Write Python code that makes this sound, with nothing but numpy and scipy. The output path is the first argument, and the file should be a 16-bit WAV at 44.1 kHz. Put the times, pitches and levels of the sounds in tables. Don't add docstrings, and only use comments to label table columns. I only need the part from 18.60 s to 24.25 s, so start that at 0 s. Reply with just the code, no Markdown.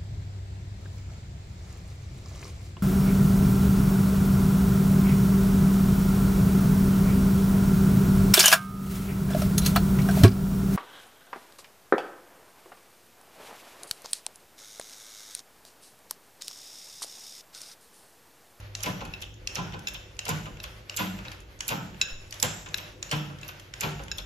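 import sys
import numpy as np
from scipy import signal
from scipy.fft import rfft, irfft, next_fast_len
from scipy.io import wavfile
from scipy.ndimage import uniform_filter1d

SR = 44100
rng = np.random.default_rng(int(sys.argv[2]) if len(sys.argv) > 2 else 0)


def store_wav(level_fs):
    pcm = np.round(np.clip(np.atleast_2d(level_fs), -1, 1) * 32767)
    wavfile.write(sys.argv[1], SR, pcm.T.astype(np.int16))


def field_ratio(decibels):
    return 10 ** (np.asarray(decibels, dtype=float) / 20)


N = 249165


def read(table, hz):
    table_hz, value = np.transpose(table)[:2]
    return np.interp(np.log(hz + 1), np.log(table_hz + 1), value)


def shape(x, gain_at):
    size = next_fast_len(x.shape[-1])
    return irfft(rfft(x, size) * gain_at(np.fft.rfftfreq(size, 1 / SR)), size)[..., :x.shape[-1]]


def unit(x):
    return x / np.sqrt(np.mean(x ** 2))


def band(x, lo_hz, hi_hz):
    return signal.sosfilt(signal.butter(2, [lo_hz, hi_hz], "band", fs=SR, output="sos"), x)


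def add(out, s, sound):
    i = int(s * SR)
    out[..., i:i + sound.shape[-1]] += sound[..., :N - i]


def walk(rate):
    k = int(SR / rate)
    held = np.repeat(rng.standard_normal(N // k + 1), k)
    return uniform_filter1d(uniform_filter1d(held, k), k)[:N]


def ring(modes, seconds, scatter_db, detune, spread):
    hz, db, t60 = np.transpose(modes)[:, :, None]
    t = np.arange(int(seconds * SR)) / SR
    chance = rng.standard_normal((3, len(modes), 1))
    phase = 2 * np.pi * hz * (1 + detune * chance[0]) * t
    contact = 1 - np.exp(-t / 0.00065)
    size = field_ratio(db + scatter_db * chance[1]) * np.exp(-np.log(1000) * t / t60) * contact
    return np.array([np.sum(size * np.sin(phase + side * spread * chance[2]), axis=0) for side in (1, -1)])


def crack(low_db, high_db, pan_db):
    t = np.arange(int(.04 * SR)) / SR
    rise_s, tail_s = 0.002, 0.025
    u = t / rise_s
    swell = (u * np.exp(1 - u)) ** 2 + 0.26 * np.minimum(u, 1) * np.exp(-t / tail_s)
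    chatter = rng.standard_normal(len(t)) + 1.15 * rng.standard_normal((2, len(t)))
    chatter = 0.31 * chatter * swell
    middle = band(band(chatter, 3300, 7700), 2500, 7900)
    low = band(chatter, 1400, 3500)
    high = band(band(chatter, 10000, 14500), 9800, 15000)
    high = .5 * high + band(high, 10200, 11200) + band(high, 12300, 13500)
    return field_ratio(0.43 * np.array([[pan_db], [-pan_db]])) * middle + field_ratio(low_db) * low + field_ratio(high_db) * high


def rush(u):
    swell = np.minimum(u / 0.46, 1) ** 1.07 * np.exp(-u)
    lump = int(.005 * SR)
    swell = swell * field_ratio(1.4 * np.sqrt(lump) * uniform_filter1d(rng.standard_normal(len(u)), lump))
    size = field_ratio(2.5 * np.minimum(rng.exponential(size=len(u)), 2))
    struck = rng.random(len(u)) < 3500 / SR
    jolts = rng.standard_normal(len(u)) * size * struck
    return swell, unit(jolts * swell)[None]


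# frequency in Hz, level in dB per Hz
GRIT_COLOUR = [(180, 0), (300, -38), (560, 3.5), (706, -3), (1410, 5), (1630, 0.5), (2760, 3), (4600, -7.5),
               (7170, -18), (8740, -28), (10800, -32), (13900, -29), (15300, -48)]


def grind(swell, jolts, lo_hz):
    grains = jolts + 4 * swell * rng.standard_normal((2, len(swell)))
    return band(unit(shape(grains, lambda hz: field_ratio(read(GRIT_COLOUR, hz)))), lo_hz, 13000)


def valve_hiss(u):
    noise = band(band(rng.standard_normal((2, len(u))), 12450, 13000), 12400, 13050)
    return unit(np.minimum(u / 0.28, 1) * np.exp(-u / 3.5) * noise)


# frequency in Hz, level in dB, t60 in seconds
FRAME_MODES = [(250, -15.5, .15), (303.8, -7.5, 0.24), (383.4, -9.5, 0.17), (452, -8, 0.1), (503, -6, 0.12),
               (539, -2.5, 0.11), (609, -4.5, 0.087), (722.6, -7.5, 0.1), (810.4, 1, 0.063),
               (898, -2, 0.059), (1019, -0.5, 0.1), (1107, -5, 0.06), (1225, -2.5, 0.049),
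               (1338, -4, 0.086), (1455, 1, 0.053)]


def frame_shudder(jolts, tilt_db):
    modes = [(hz, db + tilt_db * np.log2(hz / 700), 0.86 * t60) for hz, db, t60 in FRAME_MODES]
    return unit(signal.fftconvolve(jolts, ring(modes, .3, 1.5, .012, .45), axes=1))


def frame_roar(u):
    noise = band(rng.standard_normal(len(u)), 126.0, 203.7)
    return unit(np.minimum(u / 1.52, 1) ** 2 * np.exp(-u / 2.53) * noise)


# frequency in Hz, level in dB, t60 in seconds
BED_MODES = [(123, -3, 0.17), (169.6, -7, 0.17), (193.9, -0.5, 0.18), (213, -4.5, 0.19), (258, -25, .15)]


def bed_boom(boom_hz, low_db, upper_db):
    bed = [(hz, db + low_db * (k == 0) + upper_db * (k > 1), t60) for k, (hz, db, t60) in enumerate(BED_MODES)]
    push = np.hanning(int(.008 * SR))[None]
    modes = [(boom_hz, 2, .18), (.92 * boom_hz, -3, .12)] + bed
    boom = signal.fftconvolve(push, ring(modes, .3, 1.5, .01, .3), axes=1)
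    boom = boom * (1 - np.exp(-np.arange(boom.shape[1]) / SR / .025))
    return unit(band(band(boom, 115.4, 274), 80, 420))


# start in seconds, peak in dB, 8-15 kHz part in dB,
# pin pitch in Hz, seal rub of the push in dB
BITES = [
    (0.2332, -16, -1.5, 5200, -45),
    (0.9546, -18.5, -13, 5430, -48.5),
    (1.6906, -13.5, -5.5, 7040, -44),
    (2.3702, -12.5, -5.5, 7560, -41),
    (3.08, -18.5, 6.5, 7130, -44.5),
    (3.8264, -7.5, -2, 7490, -40.5),
    (4.513, -13, -12, 2830, -44),
    (5.2078, -16, -2.5, 7290, -43),
]
# start in seconds, peak in dB, pin pitch in Hz,
# grit in dB, rattle in dB
RETURNS = [
    (0.6212, -25, 3190, -67, -30),
    (1.3432, -27.5, 3260, -57.5, -30.5),
    (2.0385, -24.5, 3290, -53, -37),
    (2.7163, -31.5, 2500, -57.5, -56),
    (4.1816, -24, 3380, -54, -41),
    (4.887, -27.5, 2750, -53.5, -52),
    (5.583, -21, 3350, -54, -32),
]
# start in seconds, boom in Hz, boom in dB, grit in dB, length in seconds
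LOADS = [
    (0.259, 160, -43.5, -46.5, 0.012),
    (0.971, 166.2, -43, -49.5, 0.03),
    (1.684, 156.7, -44, -50, 0.016),
    (2.388, 186, -43.5, -42, 0.02),
    (3.101, 150.5, -46, -45.5, 0.028),
    (3.825, 142.7, -46, -44, 0.016),
    (4.514, 145.5, -39, -41, 0.023),
    (5.226, 150.3, -43, -42.5, 0.022),
]
# frame shudder in dB, valve hiss in dB against the grit
LOAD_PARTS = [(-41.5, -20), (-43.5, -35), (-41, -8), (-41.5, -12), (-40.5, -28), (-43, -22), (-42.5, -18),
              (-42.5, -16)]
# shudder lag in seconds, frame tilt in dB per octave,
# boom lag in seconds, lowest bed mode in dB, upper bed modes in dB
LOAD_ANSWERS = [(.004, -2, 0.00774, 4.5, -1), (.004, 1.3, 0.00785, 4, -2), (.003, 0, 0.0147, 5.5, -12),
                (.004, -0.4, 0.00766, 2, 4), (.004, -0.8, 0.0082, -1, 6), (.004, -0.9, .008, 1.5, 2),
                (.004, -1.5, 0.0081, -5, -6), (.004, -1.1, 0.00794, 4, 9.5)]
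USUAL_ANSWER = (0.00404, 0.3, 0.0081, 0.28, 0.3)
# start in seconds, boom in Hz, boom in dB
REBOUNDS = [
    (0.331, 157, -53),
    (1.049, 162.4, -56.5),
    (3.18, 196.6, -51),
    (4.70, 196, -60),
]
# start in seconds, shudder in dB, grit in dB, boom in dB
SLIPS = [
    (.405, -49, -54, -67),
    (1.13, -50, -53.5, -63),
    (1.659, -54, -50.5, -52.5),
    (1.857, -52.5, -57.5, -71),
    (4.06, -59, -56, -68),
    (5.39, -52.5, -59.5, -63),
    (0.451, -58.5, -58.5, -70),
    (2.587, -58.5, -61.5, -74),
    (2.652, -62, -57, -71),
    (4.69, -58.5, -64, -67),
]


def jolt_list():
    grind_hz, scrape_hz, slip_hz, slip_s = 150, 1700, 149, .013
    lesser = (-43, USUAL_ANSWER)
    rows = []
    for (s, hz, db, grit, length), (shudder, oil), answer in zip(LOADS, LOAD_PARTS, LOAD_ANSWERS):
        rows.append((s, hz, db, shudder, grit, length, grind_hz, oil, answer))
    for s, hz, db in REBOUNDS:
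        rows.append((s, hz, db, db - 7, db - 38, 0.013, grind_hz, *lesser))
    for s, shudder, grit, boom in SLIPS:
        rows.append((s, slip_hz, boom, shudder, grit, slip_s, grind_hz, *lesser))
    for s, *_ in BITES:
        rows.append((s + .003, 198.5, -57.5, -53, -45.5, slip_s, scrape_hz, *lesser))
    for s, _, _, grit, _ in RETURNS:
        rows.append((s, slip_hz, -84, -70, grit, 0.011, grind_hz, *lesser))
    return rows


def thuds():
    out = np.zeros((2, N))
    for s, boom_hz, boom_db, shudder_db, grit_db, length, lo_hz, oil_db, answer in jolt_list():
        shudder_lag, tilt_db, boom_lag, low_db, upper_db = answer
        u = np.arange(int(.2 * SR)) / SR / length
        swell, jolts = rush(u)
        add(out, s, field_ratio(grit_db + 2) * grind(swell, jolts, lo_hz))
        add(out, s, field_ratio(grit_db + oil_db) * valve_hiss(u))
        add(out, s + shudder_lag, field_ratio(shudder_db - 2.5) * frame_shudder(jolts, tilt_db))
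        add(out, s + 0.01422, field_ratio(shudder_db - 2) * frame_roar(u))
        add(out, s + boom_lag, field_ratio(boom_db) * bed_boom(boom_hz, low_db, upper_db))
    return out


BITE_LOWS_DB = [-8, 0, -1.5, -16, -7, -5.5, -6, -3]
# start in seconds, peak in dB, 8-15 kHz part in dB, pin pitch in Hz
CHATTER = [(.2053, -28, -15, 3150), (0.229, -24, -13, 6950), (0.948, -32, 2, 4370), (1.653, -22, -7, 3060),
           (1.6809, -18.5, -10, 2680), (2.3638, -24, 5, 6550), (2.99, -38, -26, 6460),
           (3.09, -14, -7, 2720), (3.708, -32, -2.5, 4700), (3.741, -29, -9, 3300),
           (3.7994, -21.5, -4, 5300), (4.4937, -32, -22, 2780), (4.504, -32, -27, 4300),
           (5.2, -33, -12, 2790), (3.826, -15, -4, 5460)]
# start in seconds, peak in dB, pin pitch in Hz
TAPS = [(0.407, -39, 3190), (1.123, -40, 3130), (1.856, -38, 2780), (1.97, -43, 2670), (2.5879, -39, 2590),
        (2.651, -36.5, 2660), (2.342, -36, 3180), (4.786, -41.5, 3250), (3.344, -45, 2920),
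        (4.061, -36, 3270), (5.4816, -36.5, 3360)]
# start in seconds, peak in dB, 8-15 kHz part in dB, pin pitch in Hz
STRAYS = [(.002, -43.5, -1, 6340), (0.451, -31, -7, 2580), (.605, -40, 1, 5300), (0.7403, -40.5, -26, 6550),
          (1.192, -36, -9, 3300), (1.285, -20, -14, 3470), (1.567, -40.5, -23, 2550),
          (2.803, -40.5, -2, 6940), (4.997, -31, -13, 3200), (4.087, -35.5, -20, 6710),
          (4.8133, -35.5, -21, 7060), (5.4355, -36, -7, 6750), (.529, -56, 5, 6500), (.578, -57, -26, 2700),
          (2.649, -40, -15, 5250), (4.847, -42, -20, 2920), (5.2325, -31, -12, 2800),
          (0.259, -23, -12, 2830)]
# start in seconds, peak in dB,
# 8-15 kHz part in dB, pin pitch in Hz
SNAPS = [
    (.616, -36.5, 5, 5800),
    (1.336, -39, 6, 5700),
    (2.032, -36, 4, 5330),
    (4.174, -36.5, 9, 5550),
    (4.8795, -37, 10, 5900),
    (5.575, -42, 6, 5450),
]


def ticks():
    rows = [(s, db, low, high, hz, -2) for (s, db, high, hz, _), low in zip(BITES, BITE_LOWS_DB)]
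    rows += [(s, db, -18, high, hz, -0.5) for s, db, high, hz in CHATTER]
    rows += [(s, db, -25, -10.5, hz, 2) for s, db, hz, *_ in RETURNS]
    rows += [(s, db, 11, -18, hz, 6) for s, db, hz in TAPS]
    rows += [(s, db, -3, high, hz, 2) for s, db, high, hz in STRAYS + SNAPS]
    ring_db, t60, rise_s = -8.5, 0.026, 0.002
    out = np.zeros((2, N))
    for s, db, low_db, high_db, pin_hz, pan_db in rows:
        sound = crack(low_db + 1.5, high_db + 0.5, pan_db)
        sound = sound + field_ratio(-4) * band(sound, .85 * pin_hz, 1.15 * pin_hz)
        pin = ring([(pin_hz, ring_db, t60), (1.04 * pin_hz, ring_db - 4, t60)], .04, 1.5, .01, .6)
        rise = np.minimum(np.arange(pin.shape[1]) / SR / rise_s, 1)
        sound = sound + field_ratio(np.array([[pan_db], [-pan_db]]) / 2) * pin * rise
        add(out, s - .001, field_ratio(db) * sound)
    return out


# start in seconds, peak at 3.5-8 kHz in dB,
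# 1.2-3.5 kHz part in dB, pin ring in dB, ring slope in dB per mode
CATCHES = [
    (0.151, -20, -5.5, -7, 1.5),
    (0.8731, -17, -16, -6.5, 3.5),
    (1.591, -19, 1, -6, 2.5),
    (2.2961, -24.5, -0.5, -8.5, 3.5),
    (3.0059, -17, 4.5, -11, 4.5),
    (3.7248, -22.5, 0.5, -8.5, 2),
    (4.4271, -20.5, -0.5, -7, 3.5),
    (5.138, -31.5, 12, -5, 4),
]
# frequency in Hz, width in Hz (not played), level in dB
SOCKET_PIN = [(1845, 137, 0.5), (2780, 106, 5.5), (4060, 100, 3.5), (5430, 105, -3), (6400, 160, -11),
              (7110, 87, -14)]
# start in seconds, level in dB, lower in Hz, upper in Hz
CATCH_TONES = [(0.1506, -17, 4040, 6440), (0.8724, -24, 3970, 6200), (1.5903, -25, 2785, 6270),
               (2.2967, -21.5, 2760, 4660), (3.0061, -20, 3170, 5300), (3.7244, -24, 4420, 7000),
               (4.4263, -21, 2820, 6850), (5.1367, -26, 2580, 7000)]


def catches():
    out, t60 = np.zeros((2, N)), .014
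    for (s, db, low_db, ring_db, slope_db), (_, tone_db, lower_hz, upper_hz) in zip(CATCHES, CATCH_TONES):
        sound = crack(low_db, -18.5, 6)
        add(out, s - .001, field_ratio(db) * sound)
        modes = [(hz, mode_db + slope_db * k, t60) for k, (hz, _, mode_db) in enumerate(SOCKET_PIN)]
        add(out, s, field_ratio(db + ring_db - 7) * ring(modes, .04, 2.5, .04, .9))
        tones = [(lower_hz, 0, t60), (1.4 * lower_hz, -5, t60), (upper_hz, -2, t60)]
        add(out, s, field_ratio(tone_db - 5.5) * ring(tones, .04, 1, .003, .9))
        t = np.arange(sound.shape[1]) / SR
        add(out, s, field_ratio(db - 27.5) * np.sin(2 * np.pi * 970 * t) * np.exp(-t / 0.0019))
    return out


# frequency in Hz, t60 in seconds
HANDLE = [(2654, 0.072), (3910, 0.05), (5320, 0.04), (6830, 0.041)]
# frequency in Hz, level in dB against the mean main partial, t60 in seconds
HANDLE_MINOR = [(1630, 2, 0.017), (2130, 1, 0.0095), (3590, -1.5, 0.025), (5900, -25, 0.011),
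                (8500, -19, 0.027), (10100, -22, 0.026), (12300, -16, 0.032), (13700, -21, .02)]
# start in seconds, level in dB of each of the four partials
KNOCKS = [
    (.537, -28.5, -36, -37, -49),
    (1.271, -28, -32, -26, -32),
    (2.0011, -36.5, -34.5, -43, -48),
    (2.682, -39, -31.5, -42, -50),
    (3.4136, -20, -17.5, -17, -21.5),
    (4.143, -26.5, -19.5, -27, -32),
    (4.831, -34.5, -42, -49, -44),
    (5.515, -31, -29, -22.5, -29),
]
# crack peak in dB, share of the free ring time, rebound delay in seconds,
# rebound in dB
LANDINGS = [
    (-56, 0.79, 0.0075, -13),
    (-28, .9, 0.0097, -4),
    (-33, 0.57, 0.015, -30),
    (-48, 0.38, 0.0074, -15),
    (-16, 0.91, 0.0097, -10),
    (-21.5, 0.29, .006, -12),
    (-50, 0.52, .015, -7),
    (-42, 0.85, 0.005, -7),
]


def knocks():
    cluster = ((1, 0.5), (1.017, -7.5), (.98, -10), (1.2, -17), (0.9, -15.5))
    out = np.zeros((2, N))
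    for (s, *partial_db), (crack_db, share, delay, rebound_db) in zip(KNOCKS, LANDINGS):
        pairs = []
        for (hz, t60), db in zip(HANDLE, partial_db):
            pairs += [(hz * split, db + weak_db, share * t60) for split, weak_db in cluster]
        minor = [(hz, np.mean(partial_db) + db, t60) for hz, db, t60 in HANDLE_MINOR]
        for lag, db, tilt_db in ((0, 0, 0), (delay, rebound_db, -3.5)):
            modes = [(hz, mode_db + tilt_db * (hz / HANDLE[0][0] - 1) * 2, t60)
                     for hz, mode_db, t60 in pairs + minor]
            add(out, s + lag, field_ratio(db) * ring(modes, .1, .8, .003, .6))
            add(out, s + lag - .001, field_ratio(crack_db + db) * crack(-0.26, -15, 4.4))
    return out


def rattles():
    out = np.zeros((2, N))
    for s, _, hz, _, ring_db in RETURNS:
        for delay in np.cumsum(.007 * rng.random(7)):
            modes = [(hz * split, ring_db, .011) for split in (.82, .92, 1, 1.09, 1.2)]
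            add(out, s + delay, np.exp(-delay / .025) * ring(modes, .04, 3, .02, .9))
    return out


LIFT_RUB_DB = -50


def rubbing(t):
    earlier = field_ratio(-51.5) * np.exp(-t / 0.1)
    power = field_ratio(-57.5) ** 2 + earlier ** 2
    for catch, bite, load, knock in zip(CATCHES, BITES, LOADS, KNOCKS):
        slack = uniform_filter1d(1. * (t > catch[0]) * (t < load[0]), size=900)
        u = np.maximum(t - load[0], 0)
        push = field_ratio(bite[4] + 6) * (1 - np.exp(-u / 0.0013)) * np.exp(-u / 0.1)
        lift = field_ratio(LIFT_RUB_DB) * np.exp(-((t - knock[0] - 0.058) / 0.1) ** 2)
        power = power + field_ratio(-51) ** 2 * slack + push ** 2 + lift ** 2
    return np.sqrt(power)


# low edge in Hz, high edge in Hz, level in dB
CLUMP_BANDS = [(500, 1130, -1.5), (1000, 2300, -7.5), (2170, 3940, -1.5), (4770, 10000, -12)]


def crackle(strength):
    per_s, scatter_db, clump_s = 160, 1.5, 0.0028
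    out = 0
    for lo_hz, hi_hz, db in CLUMP_BANDS:
        chance = rng.random((int(per_s * N / SR), 2))
        snaps = np.zeros(N)
        snaps[(chance[:, 0] * N).astype(int)] = field_ratio(-scatter_db * np.log(1 - .95 * chance[:, 1]))
        fade = np.exp(-1 / (clump_s * SR))
        bursts = signal.lfilter([1], [1, -2 * fade, fade ** 2], snaps) * rng.standard_normal(N)
        out = out + field_ratio(db) * unit(band(bursts, lo_hz, hi_hz))
    loaded = np.sqrt(np.maximum(strength ** 2 - 2 * field_ratio(LIFT_RUB_DB) ** 2, 0))
    return field_ratio(-5) * loaded * np.array([out, out])


# frequency in Hz, left minus right in dB
PORT_DB = [(60, 2), (110, 2.5), (200, -2), (380, 4.5), (690, -1.5), (1280, -1.5), (2360, 2.5), (4360, 2.5),
           (8040, -10.5), (11000, -8.5), (14800, 5)]
# frequency in Hz, radians by which left leads
PORT_PHASE = [(0, 0), (600, 0.1), (860, -0.6), (1380, 4.0), (1980, 3.2), (2580, 7.4), (3270, 6.6),
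              (4740, 7.1), (5250, 6.1), (6370, 6.3), (7670, 6.2), (8350, 6.3), (14100, 6.3), (15000, 5.9)]


def ports(x):
    def half(hz):
        return field_ratio(read(PORT_DB, hz) / 2) * np.exp(.5j * read(PORT_PHASE, hz))
    return np.array([shape(x[0], half), shape(x[1], lambda hz: 1 / half(hz))])


# frequency in Hz, likeness of the ports from 0 to 1
LIKENESS = [(60, 0.94), (200, 0.92), (600, 0.57), (1200, 0), (8000, 0.56), (13000, 0.9)]


def diffuse(size):
    mid, side = rng.standard_normal((2, size))
    mid = shape(mid, lambda hz: np.sqrt((1 + np.clip(read(LIKENESS, hz), 0, 1)) / 2))
    side = shape(side, lambda hz: np.sqrt((1 - np.clip(read(LIKENESS, hz), 0, 1)) / 2))
    return np.array([mid + side, mid - side])


# frequency in Hz, echo t60 in seconds
ROOM_T60 = [(100, 0.59), (300, 0.85), (800, 0.61), (2000, 0.57), (5000, 0.67), (12000, 0.55)]
# frequency in Hz, echo level in dB
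ROOM_DB = [(100, 4), (600, 4.5), (2500, 3), (6000, -1), (9000, -13), (13000, -5.5)]


def room(x):
    t = np.arange(int(.9 * SR)) / SR
    noise, tail = diffuse(len(t)), 0
    for hz in 62.5 * 2. ** np.arange(8):
        middle_hz = hz * 2 ** .5
        fade = np.exp(-np.log(1000) * t / read(ROOM_T60, middle_hz))
        level = field_ratio(read(ROOM_DB, middle_hz)) / np.sqrt(np.sum(fade ** 2))
        tail = tail + level * band(noise, hz, 2 * hz) * fade
    tail = tail * np.clip((t - .003) / 0.016, 0, 1)
    return signal.fftconvolve(tail, x[None], axes=1)[:, :N]


# time in seconds, rumble level in dB
RUMBLE = [(0.0, -39), (0.05, -50), (0.41, -49), (0.49, -41), (0.52, -47), (1.79, -54), (2.0, -44.5),
          (2.3, -59), (2.6, -48.5), (4.45, -55), (4.74, -50), (5.07, -59), (5.43, -45.5), (5.65, -46)]
# time in seconds, hum level in dB
HUM = [(0.0, -42.5), (0.91, -48), (1.18, -40.5), (1.32, -61.5), (1.38, -48), (1.67, -53), (1.72, -41),
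       (2.16, -52), (2.69, -45.5), (3.08, -57), (3.34, -46.5), (3.51, -59), (3.59, -44), (3.79, -51.5),
       (3.84, -43), (4.0, -53.5), (4.74, -49.5), (5.65, -52)]
# frequency in Hz, level in dB per Hz
SHOP = [(68, -26), (115, 4.5), (241, -7.5), (387, 0.5), (445, -10.5), (501, 2), (552, -9), (602, -14.5),
        (858, -17), (1500, -65), (1950, -105), (3300, -120)]
# frequency in Hz, level in dB per Hz
RUB = [(350, -37), (600, 1.5), (651, -6.5), (1210, -6), (1450, -6), (2140, -5.5), (2740, -8), (4400, -12.5),
       (6780, -20.5), (8420, -27), (13200, -25.5), (14100, -29), (15300, -68)]


def background(strength):
    t = np.arange(N) / SR
    rub = strength * field_ratio(2.5 * walk(25)) * unit(shape(diffuse(N), lambda hz: field_ratio(read(RUB, hz))))
    hum_db = np.interp(t, *np.transpose(HUM)) + 1.55 * walk(9.1)
    mains = np.sin(2 * np.pi * 100 * t + 2.75 * walk(12))
    hum = field_ratio(hum_db) * (mains + 0.25 * unit(band(diffuse(N), 96.5, 97.2)))
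    drone = field_ratio(-55 + 2 * walk(2.63)) * unit(shape(diffuse(N), lambda hz: field_ratio(read(SHOP, hz))))
    rumble_db = np.interp(t, *np.transpose(RUMBLE))
    rumble = field_ratio(rumble_db) * unit(band(band(diffuse(N), 32.3, 63), 34.5, 103))
    return rumble + hum + drone + rub


# start in seconds, slow sway in Hz, level in dB, t60 in seconds
JOGS = [
    (3.519, 13, -32, 0.44),
]


def jogs():
    out, t = np.zeros((2, N)), np.arange(SR // 2) / SR
    for s, hz, db, t60 in JOGS:
        add(out, s, -field_ratio(db) * np.sin(2 * np.pi * hz * t) * np.exp(-np.log(1000) * t / t60))
    return out


def scene():
    press = ticks() + catches() + rattles() + thuds()
    handle = knocks() * field_ratio(2 * np.array([walk(330), walk(330)]))
    echo = room((press + .7 * handle).mean(axis=0))
    strength = rubbing(np.arange(N) / SR)
    return ports(press + handle + crackle(strength)) + echo + background(strength) + jogs()


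# frequency in Hz, threshold in spreads
DROPOUT = [(8000, .2), (8500, -.2), (8900, -.6), (9600, -.6), (11000, -1.3), (11900, -.6), (12800, -2),
           (13500, -1.3), (14050, .1), (14600, 3)]


def flicker(x):
    frame, strip_hz, floor_hz, size = 1024, 400, 7900, next_fast_len(N)
    spectrum, hz = rfft(x, size), np.fft.rfftfreq(size, 1 / SR)
    out = irfft(spectrum * (hz < floor_hz), size)[:, :N]
    power = np.mean(band(x, 3000, 15000) ** 2, axis=0)
    attack = uniform_filter1d(power, 130) > 6 * uniform_filter1d(power, 2500, origin=1000)
    spared = np.clip(8 * uniform_filter1d(1. * attack, 300), 0, 1)
    for lo in np.arange(floor_hz, 15700, strip_hz):
        chance = uniform_filter1d(rng.standard_normal((2, N // frame + 1)), 3) * 3 ** .5
        kept = (chance[0] > read(DROPOUT, lo)) * field_ratio(3.5 * chance[1])
        kept = uniform_filter1d(np.repeat(kept, frame)[:N], 200)
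        strip = irfft(spectrum * (hz >= lo) * (hz < lo + strip_hz), size)[:, :N]
        out = out + strip * (spared + (1 - spared) * kept)
    return out


def band_limit(x):
    return signal.sosfilt(signal.butter(12, 15440, fs=SR, output="sos"), x)


def record(dry):
    cut = signal.sosfilt(signal.butter(10, 14800, fs=SR, output="sos"), dry)
    dip_hz, dip_width_hz, dip_db = 8100, 760, -2.5
    cut = shape(cut, lambda hz: field_ratio(dip_db * np.exp(-((hz - dip_hz) / dip_width_hz) ** 2)))
    return band_limit(flicker(cut))


dry = scene()
out = record(dry)
store_wav(out)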